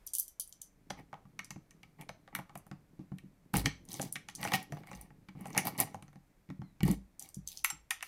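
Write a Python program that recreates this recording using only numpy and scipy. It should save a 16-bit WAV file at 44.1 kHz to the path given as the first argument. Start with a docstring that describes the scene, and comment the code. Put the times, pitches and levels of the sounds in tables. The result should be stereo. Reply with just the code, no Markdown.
"""Keys jangle on their ring, close to a stereo microphone at a desk in a small, quiet room. One key is
fitted into a steel bolt lock lying on the desk, jiggled, pushed home, turned and pulled out; then the lock
is lifted and the keys tap it. Each contact in the lock clicks in the keys, knocks the hollow case and thumps
the desk top. Between the clicks metal scrapes on metal and hands jolt the desk, over faint room tone."""
import sys
import numpy as np
from scipy import signal
from scipy.fft import rfft, irfft, next_fast_len
from scipy.io import wavfile
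from scipy.ndimage import uniform_filter1d

SR = 44100
rng = np.random.default_rng(int(sys.argv[2]) if len(sys.argv) > 2 else 0)


def unload_wav(signal):
    """Save mono or channel-first audio to the path in sys.argv[1] as 16-bit WAV at rate SR, clipped to [-1, 1]."""
    wavfile.write(
        sys.argv[1],
        SR,
        np.round(np.clip(np.atleast_2d(signal).T, -1, 1) * 32767).astype(np.int16),
    )


N = 355931

# room tone spectrum: (frequency [Hz], relative level [dB])
HUSH_SPECTRUM = [(12, -28.5), (20, 3), (171, -15.5), (318, -17), (472, -22), (559, -19), (1300, -25.5),
                 (2290, -24.5), (2870, -31.5), (15200, -35), (17000, -55.5)]
# room tone, a little louder at first: (time [s], level above 3.5 kHz [dB])
HUSH_LEVEL = [(0.0, -78.5), (0.212, -84.5), (1.2, -83)]
# room tone across the microphone: (frequency [Hz], left-right likeness [0-1])
HUSH_LIKENESS = [(60, 1), (380, 1), (2380, 0), (15000, 0)]
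# decay of the room: (frequency [Hz], t60 [s])
ROOM_DECAY = [(200, 0.32), (1500, 0.27), (6000, 0.26), (14000, 0.12)]

# modes of the desk top, its legs, the lock case, its free side plate and the keys:
# (frequency [Hz], relative level [dB], nominal t60 [s])
DESK_MODES = [(99.4, -10, 0.37), (147.6, -1, 0.13), (187.5, -0.5, 0.13), (271.7, -3.5, 0.1),
              (304.8, -4, 0.12), (424, -17, 0.085)]
LEG_MODES = [(37, -8, 0.14), (54, -2.5, 0.46)]
CASE_MODES = [(480, -3.5, 0.048), (650, -3.5, 0.013), (803.6, 5, 0.05), (1141, -8, 0.058),
              (1300, -6.5, 0.24), (1864, -2, 0.044), (2249, 0.5, 0.033), (2930, -6, 0.032)]
PLATE_MODES = [(4100, -12, .1), (5575, -8, .17), (7512, 0, .17), (7535, -4, .17), (9620, -7, .12),
               (10550, -6, .1), (13500, -8, .1)]
KEY_MODES = [(3150, -4, .025), (4800, -7, .025), (6050, 0, .04), (7600, -9, .04), (9100, -4, .035),
             (9900, -3, .035), (10900, -4, .035), (12100, 0, .04), (12900, -2, .045), (15500, -15, .05)]

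# a hand jolts the desk: (time [s], level [dB])
HAND_JOLTS = [(3.238, -44), (6.593, -35.5), (6.897, -21.5), (7.369, -36.5), (7.726, -50.5)]
# the desk rocks on its legs: (time [s], level [dB])
DESK_SWAYS = [(0.929, -58), (3.557, -36), (4.949, -53), (6.84, -35.5), (7.369, -54), (7.747, -62.5)]
# hands press on the desk: (time [s], level [dB])
HAND_PRESSURE = [(.7, -73), (.95, -67.5), (3.4, -67.5), (3.8, -60.5), (5.2, -64), (5.8, -88.5), (6.3, -76),
                 (7, -70), (7.6, -84)]
# rubbing strokes: (time [s], length [s], key level [dB], case level [dB], desk level [dB])
RUB_STROKES = [(0.969, 0.057, -69, -54.5, -52.5), (1.983, 0.066, -69, -54.5, -57.5),
               (2.324, 0.11, -88, -57.5, -64), (3.533, 0.1, -40, -43.5, -32.5),
               (3.641, 0.052, -49.5, -45, -34), (3.876, 0.22, -52.5, -59.5, -54.5),
               (4.009, 0.099, -57.5, -57, -56.5), (4.379, 0.28, -52.5, -45.5, -54),
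               (4.531, 0.038, -36, -40, -52.5), (4.695, 0.18, -68.5, -68.5, -56),
               (4.853, 0.25, -65.5, -58.5, -67.5), (5.353, 0.68, -65, -56, -49.5),
               (5.558, 0.058, -48.5, -36.5, -49.5), (5.646, 0.057, -43.5, -43, -45.5),
               (5.782, 0.061, -38.5, -34, -46.5), (6.849, 0.11, -46.5, -44.5, -33),
               (7.192, 0.13, -60.5, -67.5, -68.5), (7.464, 0.17, -52.5, -74.5, -76),
               (8.034, 0.56, -46, -73, -99)]
# spectrum of a scraping key: (frequency [Hz], relative level [dB])
RASP_SPECTRUM = [(1470, -31.5), (2500, 0.5), (3360, 6), (4760, 10), (6010, -1), (8870, 3.5), (16000, 5)]
# keys hit keys, ring or pins: (time [s], level [dB], band centre [Hz])
KEY_JINGLES = [(0.067, -30.5, 11900), (0.074, -31.5, 6700), (0.135, -25, 9600), (0.138, -25, 9200),
               (0.1416, -31.5, 10300), (.151, -19, 9600), (.1584, -32, 13400), (0.1677, -33.5, 10400),
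               (0.184, -18, 11300), (0.1973, -16.5, 11400), (0.2286, -33.5, 9700), (0.2805, -33.5, 8300),
               (0.398, -20.5, 11300), (0.401, -29.5, 5960), (0.4757, -42.5, 9000), (0.493, -47.5, 12800),
               (0.5252, -39, 6200), (.617, -30.5, 8800), (1.4452, -38, 6050), (2.5752, -39, 11400),
               (3.5684, -18.5, 10300), (3.582, -32.5, 10900), (3.852, -48.5, 8900), (3.888, -41, 6000),
               (3.896, -52, 8000), (3.9174, -31.5, 5700), (3.93, -32, 9100), (3.941, -30.5, 5600),
               (3.961, -39, 6500), (4.0165, -22.5, 7100), (4.125, -26.5, 10000), (4.299, -43.5, 5050),
               (4.351, -32, 6700), (4.357, -35.5, 6550), (4.414, -36.5, 12000), (4.44, -30.5, 9500),
               (4.6279, -37.5, 10100), (4.9502, -38.5, 6770), (5.012, -35.5, 11600), (5.471, -40.5, 8700),
               (5.503, -47, 8000), (5.53, -41, 6100), (5.7788, -31.5, 8800), (5.796, -38.5, 10000),
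               (6.852, -35, 11000), (6.879, -31.5, 10200), (6.913, -27, 10500), (7.195, -29.5, 7700),
               (7.224, -36, 8100), (7.289, -43, 8900), (7.3446, -34.5, 7800), (7.4745, -27, 7600),
               (7.479, -40, 8700), (7.573, -32.5, 5700), (7.591, -44.5, 5000)]
# the key strikes inside the lock:
# (time [s], key level [dB], key centre [Hz], case level [dB], case centre [Hz], desk level [dB])
LOCK_CONTACTS = [(0.904, -31, 4330, -27, 910, -41), (1.129, -77, 4020, -31.5, 710, -50.5),
                 (1.253, -78, 3970, -53, 780, -51.5), (1.391, -39, 6600, -25, 1840, -52.5),
                 (1.506, -32.5, 6460, -34, 1570, -46.5), (1.560, -73, 5000, -44.5, 824, -40),
                 (1.708, -48.5, 6560, -50.5, 2100, -78), (1.831, -58.5, 5050, -40, 2200, -62),
                 (2.011, -40, 10300, -39.5, 2250, -68), (2.091, -37.5, 3800, -30.5, 875, -50),
                 (2.276, -81, 4000, -41, 820, -74), (2.350, -26, 11000, -22.5, 1730, -43.5),
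                 (2.388, -42, 10300, -30, 865, -40), (2.494, -62, 5200, -44.5, 825, -60),
                 (2.554, -44, 8700, -33, 920, -46), (2.666, -50, 9800, -49.5, 810, -57),
                 (2.713, -54, 6000, -36, 970, -39.5), (2.992, -66, 4000, -53, 776, -37.5),
                 (3.118, -76, 4100, -46, 733, -35), (3.184, -52, 9700, -42, 2600, -70),
                 (3.539, -29, 11200, -18.5, 764, -25.5), (3.553, -38, 13200, -25.5, 2200, -46.5),
                 (3.658, -19, 4270, -16, 1690, -31), (3.996, -38, 10700, -25, 660, -35),
                 (4.156, -33.5, 6750, -24.5, 1870, -48), (4.286, -35.5, 6130, -32, 2030, -52.5),
                 (4.413, -41, 6100, -44, 2120, -44), (4.429, -33, 9300, -24, 1755, -44),
                 (4.450, -33, 6540, -23.5, 840, -44), (4.474, -38, 7000, -25.5, 2130, -36),
                 (4.519, -35, 12780, -21.5, 841, -42), (4.5359, -22, 5090, -15.5, 2040, -32),
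                 (4.546, -38, 5000, -24, 2110, -51.5), (4.722, -42, 5830, -32.5, 584, -35.5),
                 (4.769, -71, 5000, -37.5, 585, -63), (4.834, -72, 5000, -44, 800, -71),
                 (4.871, -52, 9500, -44, 1900, -72), (4.914, -48, 6800, -35.5, 720, -50),
                 (4.93, -50, 6000, -39.5, 2090, -51), (5.104, -77, 5040, -48.5, 763, -54),
                 (5.286, -74, 5000, -39.5, 2180, -46.5), (5.351, -78, 5000, -50.5, 510, -42.5),
                 (5.409, -43, 11000, -47, 911, -40), (5.456, -45, 6560, -34, 798, -45.5),
                 (5.548, -41.5, 4750, -31, 754, -65), (5.566, -48, 5000, -26.5, 800, -74.5),
                 (5.577, -12, 9700, -15, 2130, -35), (5.652, -30, 11900, -31.5, 757, -64.5),
                 (5.67, -20.5, 12200, -24.5, 790, -47), (5.8015, -8.5, 11300, -26.5, 934, -41),
                 (5.944, -44, 6100, -31, 570, -43.5), (6.024, -46.5, 8200, -43, 1090, -47.5),
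                 (6.080, -54, 4930, -53, 1011, -54), (6.129, -63, 9050, -52.5, 890, -61),
                 (6.157, -63, 5800, -48, 605, -47.5), (6.489, -69, 4000, -50, 1910, -44),
                 (6.501, -54.5, 3950, -38, 1190, -35.5), (6.617, -62.5, 4040, -40.5, 890, -36),
                 (6.805, -63, 3820, -31.5, 1390, -38.5), (6.831, -32.5, 10500, -26, 2100, -19.5)]
# keys tap the lifted case:
# (time [s], key level [dB], key centre [Hz], case level [dB], case centre [Hz], plate level [dB])
CASE_TAPS = [(7.645, -15.5, 11300, -13.5, 1730, -31), (7.701, -32.5, 6860, -30.5, 1300, -26.5),
             (7.907, -22, 8900, -17, 1440, -43), (8.007, -66, 6000, -37, 1690, -71),
             (8.026, -31.5, 8700, -26, 1250, -49)]
# the keys are gripped and damped: (start [s], end [s])
GRIPPED = (.85, 7.0)

LIFT_S = 7.6  # the case leaves the desk
PAN_DB, PAN_DB_PER_OCTAVE, PAN_SCATTER_DB = -3.5, -1.5, 4  # left minus right at 6 kHz; bright leans right
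GRAZE_LEAD_S, GRAZE_DB, REBOUND_LAG_S, REBOUND_DB = .0025, -23, .008, -14  # typical, relative to the blow


def amp(db):
    """Decibels to amplitude."""
    return 10 ** (np.asarray(db) / 20)


def unit(x):
    """Scale to an RMS of one."""
    return x / np.sqrt(np.mean(x ** 2) + 1e-20)


def along(points, hz):
    """Interpolate (frequency, value) points on a log axis."""
    f, v = np.transpose(points)
    return np.interp(np.log(hz + 1), np.log(f + 1), v)


def level_curve(points):
    """One amplitude per sample from (time [s], level [dB]) points."""
    return amp(np.interp(np.arange(N) / SR, *np.transpose(points)))


def add(track, s, sound):
    """Lay a sound on the track at time s."""
    part = track[:, round(s * SR):][:, :sound.shape[1]]
    part += sound[:, :part.shape[1]]


def filtered(x, response):
    """Pass x through a complex frequency response."""
    n = x.shape[-1]
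    size = next_fast_len(n + 2048)
    return irfft(rfft(x, size) * response(np.fft.rfftfreq(size, 1 / SR)), size)[..., :n]


def band(centre_hz, q):
    """One broad resonance."""
    return lambda f: 1j * f * centre_hz / q / (centre_hz ** 2 - f * f + 1j * f * centre_hz / q)


def thin(low_hz):
    """Small parts radiate no bass."""
    return lambda f: (-f * f / (low_hz ** 2 - f * f + 1j * np.sqrt(2) * f * low_hz)) ** 2


def resonant(modes, broaden):
    """Response of modes of alternating sign; faster decay makes a wider peak."""
    width = lambda t60: broaden * np.log(1000) / np.pi / t60
    return lambda f: sum((-1) ** k * amp(db) * band(hz, q=hz / width(t60))(f)
                         for k, (hz, db, t60) in enumerate(modes))


def scattered(modes, spread_db, detune=.015):
    """Each blow lands elsewhere, changing the modes' strengths; grip and seat shift their pitch."""
    return [(hz * (1 + detune * rng.normal()), db + rng.normal(0, spread_db), t60)
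            for hz, db, t60 in modes]


def ring(modes, centre_hz, octaves, t60_scale, attack_s, phase_spread, scatter_db):
    """One blow: modes near centre_hz ring most, each at its own phase in each channel."""
    hz, db, t60 = np.transpose(modes)[:, :, None]
    t = np.arange(SR // 3) / SR
    strength, phase = rng.standard_normal((2, len(modes), 1))
    level = db + scatter_db * strength - 6 * (np.log2(hz / centre_hz) / octaves) ** 2
    fade = amp(level - 60 * t / (t60 * t60_scale)) * (1 - np.exp(-t / attack_s))
    pair = [np.sum(fade * np.sin(2 * np.pi * hz * t + side * phase_spread * phase), 0)
            for side in (1, -1)]
    return np.array(pair) / np.abs(np.mean(pair, 0)).max()


def left_right(mid, side, alike=0):
    """Two channels from mid and side; alike=1 is mono."""
    return np.array([mid + (1 - alike) * side, mid - (1 - alike) * side])


def puff(colour, t60, rise_s, alike):
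    """Filtered stereo noise that swells and dies; its mid peaks at one."""
    t = np.arange(SR // 6) / SR
    mid, side = rng.standard_normal((2, len(t))) * amp(-60 * t / t60) * (1 - np.exp(-t / rise_s)) ** 2
    pair = filtered(left_right(mid, side, alike), colour)
    return pair / np.abs(pair.mean(0)).max()


def grit(colour, slips_per_s, spread_db, alike):
    """Small slips of random size over smooth friction noise, filtered, at unit RMS."""
    slips = (rng.random(N) < slips_per_s / SR) * amp(spread_db * np.minimum(rng.exponential(size=N), 3))
    lumps = uniform_filter1d(slips, size=90)
    mid, side = rng.standard_normal((2, N)) * (1 + unit(lumps))
    return unit(filtered(left_right(mid, side, alike), colour))


def chattering(blows):
    """No contact is clean: a faint graze leads each blow and a weaker rebound follows."""
    out = []
    for s, db, hz in blows:
        lead, graze, lag, rebound = .5 + rng.random(4)
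        out += [(s - GRAZE_LEAD_S * lead, db + GRAZE_DB * graze, hz), (s, db, hz),
                (s + REBOUND_LAG_S * lag, db + REBOUND_DB * rebound, hz)]
    return out


def hush():
    """Room tone and microphone noise, centred in the bass and wide in the treble."""
    angle = lambda f: np.arccos(np.clip(along(HUSH_LIKENESS, f), -1, 1)) / 2
    colour = lambda f: amp(along(HUSH_SPECTRUM, f)) * [np.cos(angle(f)), np.sin(angle(f))]
    mid, side = filtered(rng.standard_normal((2, N)), colour)
    treble = filtered(mid, lambda f: f > 3500)
    return level_curve(HUSH_LEVEL) * left_right(mid, side) / treble.std()


def room(x, delay_s=.0028):
    """Near walls answer, the treble dying first; every quarter second meets a fresh tail."""
    out, step = np.zeros_like(x), SR // 4
    for start in range(0, N, step):
        hz, t, noise = signal.stft(rng.standard_normal((2, SR // 2)), SR, nperseg=256)
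        tail = signal.istft(noise * amp(-60 * t / along(ROOM_DECAY, hz)[:, None]), SR, nperseg=256)[1]
        tail /= np.linalg.norm(tail[0])
        add(out, start / SR + delay_s, signal.fftconvolve(x[:, start:start + step], tail, axes=1))
    return out


def squeak(start_s=6.62, length_s=.18, start_hz=4300, fall_hz_per_s=4400):
    """A faint, unsteady falling squeak with a second tone an octave below."""
    progress = np.clip((np.arange(N) / SR - start_s) / length_s, 0, 1)
    hz = start_hz - fall_hz_per_s * progress * length_s
    waver_hz = 900 * uniform_filter1d(rng.standard_normal(N), size=150)
    phase = 2 * np.pi * np.cumsum(hz + waver_hz) / SR
    swell = np.sin(np.pi * progress ** .39) ** 2
    return amp(-77.5) * swell * (np.sin(phase) + .98 * np.sin(phase / 2))


def desk_thumps(boom_hz=175, scatter_octaves=.15):
    """Under the microphone, a little left, the desk top booms in its low modes and rocks on its legs."""
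    out = np.zeros((2, N))
    for s, *_, db in LOCK_CONTACTS + HAND_JOLTS:
        hz = boom_hz * 2 ** (scatter_octaves * rng.normal())
        boom = ring(DESK_MODES, hz, octaves=.61, t60_scale=1, attack_s=.0036,
                    phase_spread=.25, scatter_db=3)
        add(out, s, amp(db) * boom)
    for s, db in DESK_SWAYS:
        sway = ring(LEG_MODES, 50, octaves=1.5, t60_scale=.92, attack_s=.019,
                    phase_spread=.18, scatter_db=3.5)
        add(out, s, amp(db) * sway)
    return out * amp([[1.4], [-1.4]])


def rubbing():
    """Keys scrape each other and the pins; case and desk take up the strokes, and leaning hands rumble."""
    strokes = np.zeros((3, N))
    for s, length, *levels in RUB_STROKES:
        progress = np.linspace(0, 1, round(length * SR))
        add(strokes, s, amp(levels)[:, None] * np.sin(np.pi * progress ** .65))
    on_keys, on_case, on_desk = strokes
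    case_colour = lambda f: resonant(CASE_MODES, broaden=2.5)(f) * band(850, q=.6)(f)
    rasp = grit(lambda f: amp(along(RASP_SPECTRUM, f)), slips_per_s=220, spread_db=4, alike=.089)
    drone = grit(case_colour, slips_per_s=120, spread_db=7.5, alike=1)
    rumble = grit(resonant(DESK_MODES, broaden=3.4), slips_per_s=60, spread_db=2.5, alike=1)
    fade_in = np.clip(np.arange(N) / SR / HAND_PRESSURE[0][0], 0, 1) ** 4
    on_desk += level_curve(HAND_PRESSURE) * fade_in
    return (on_keys * rasp * amp([[-2.5], [2.5]]) + on_case * drone
            + on_desk * rumble * amp([[1.4], [-1.4]]))


def case_knocks(lag_s=.00071):
    """The hollow steel case answers just after each click; lifted, it loses bass and its plate rings."""
    out = np.zeros((2, N))
    for s, db, hz in chattering([(s, db, hz) for s, _, _, db, hz, _ in LOCK_CONTACTS + CASE_TAPS]):
        low_cut = thin(low_hz=1000 if s > LIFT_S else 300)
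        modes = resonant(scattered(CASE_MODES, spread_db=3), broaden=1.8)
        body = puff(lambda f: band(hz, q=.85)(f) ** 2 * modes(f) * low_cut(f),
                    t60=.028, rise_s=.0004, alike=.92)
        slap = puff(lambda f: band(hz, q=.6)(f) ** 2 * low_cut(f), t60=.005, rise_s=.0005, alike=.3)
        add(out, s + lag_s, amp(db - 5.5) * (.8 * body + 1.3 * slap))
    for s, *_, db in CASE_TAPS:
        plate = ring(PLATE_MODES, 7000, octaves=3, t60_scale=.5, attack_s=.0004,
                     phase_spread=.6, scatter_db=1)
        add(out, s, amp(db) * plate)
    return out * amp([[-1.6], [1.6]])


def key_clicks():
    """Sharp, close clicks; the bunch shivers on in its blurred modes, longer when loose than gripped."""
    out, low_cut = np.zeros((2, N)), thin(low_hz=2500)
    for s, db, hz in chattering([row[:3] for row in KEY_JINGLES + LOCK_CONTACTS + CASE_TAPS]):
        shiver_s = .07 if GRIPPED[0] < s < GRIPPED[1] else .13
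        pan_db = PAN_DB + PAN_DB_PER_OCTAVE * np.log2(hz / 6000) + PAN_SCATTER_DB * rng.normal()
        modes = resonant(scattered(KEY_MODES, spread_db=3.5), broaden=3)
        snap = puff(lambda f: band(hz, q=1.4)(f) ** 2 * (1 + 1.5 * modes(f)) * low_cut(f),
                    t60=.0045, rise_s=.0005, alike=.35)
        chime = puff(lambda f: band(hz, q=.6)(f) ** 2 * modes(f) * low_cut(f),
                     t60=shiver_s, rise_s=.0004, alike=.2)
        add(out, s, amp(db + np.array([[pan_db], [-pan_db]]) / 2) * (snap + amp(-15) * chime))
    return out


def scene():
    """At the desk: direct sound well above the room's answer, with room tone behind."""
    steel = key_clicks() + case_knocks() + squeak()
    handling = desk_thumps() + rubbing()
    return steel + handling + room(amp(-10) * steel + amp(-13) * handling) + hush()


def record(dry, top_hz=16900):
    """The microphone fades in the top octave and passes nothing above top_hz."""
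    rolloff = [(14500, .5), (15800, -6.5), (16800, -33)]  # (frequency [Hz], gain [dB])
    return filtered(dry, lambda hz: amp(along(rolloff, hz)) * (hz < top_hz))


dry = scene()
out = record(dry)
unload_wav(out)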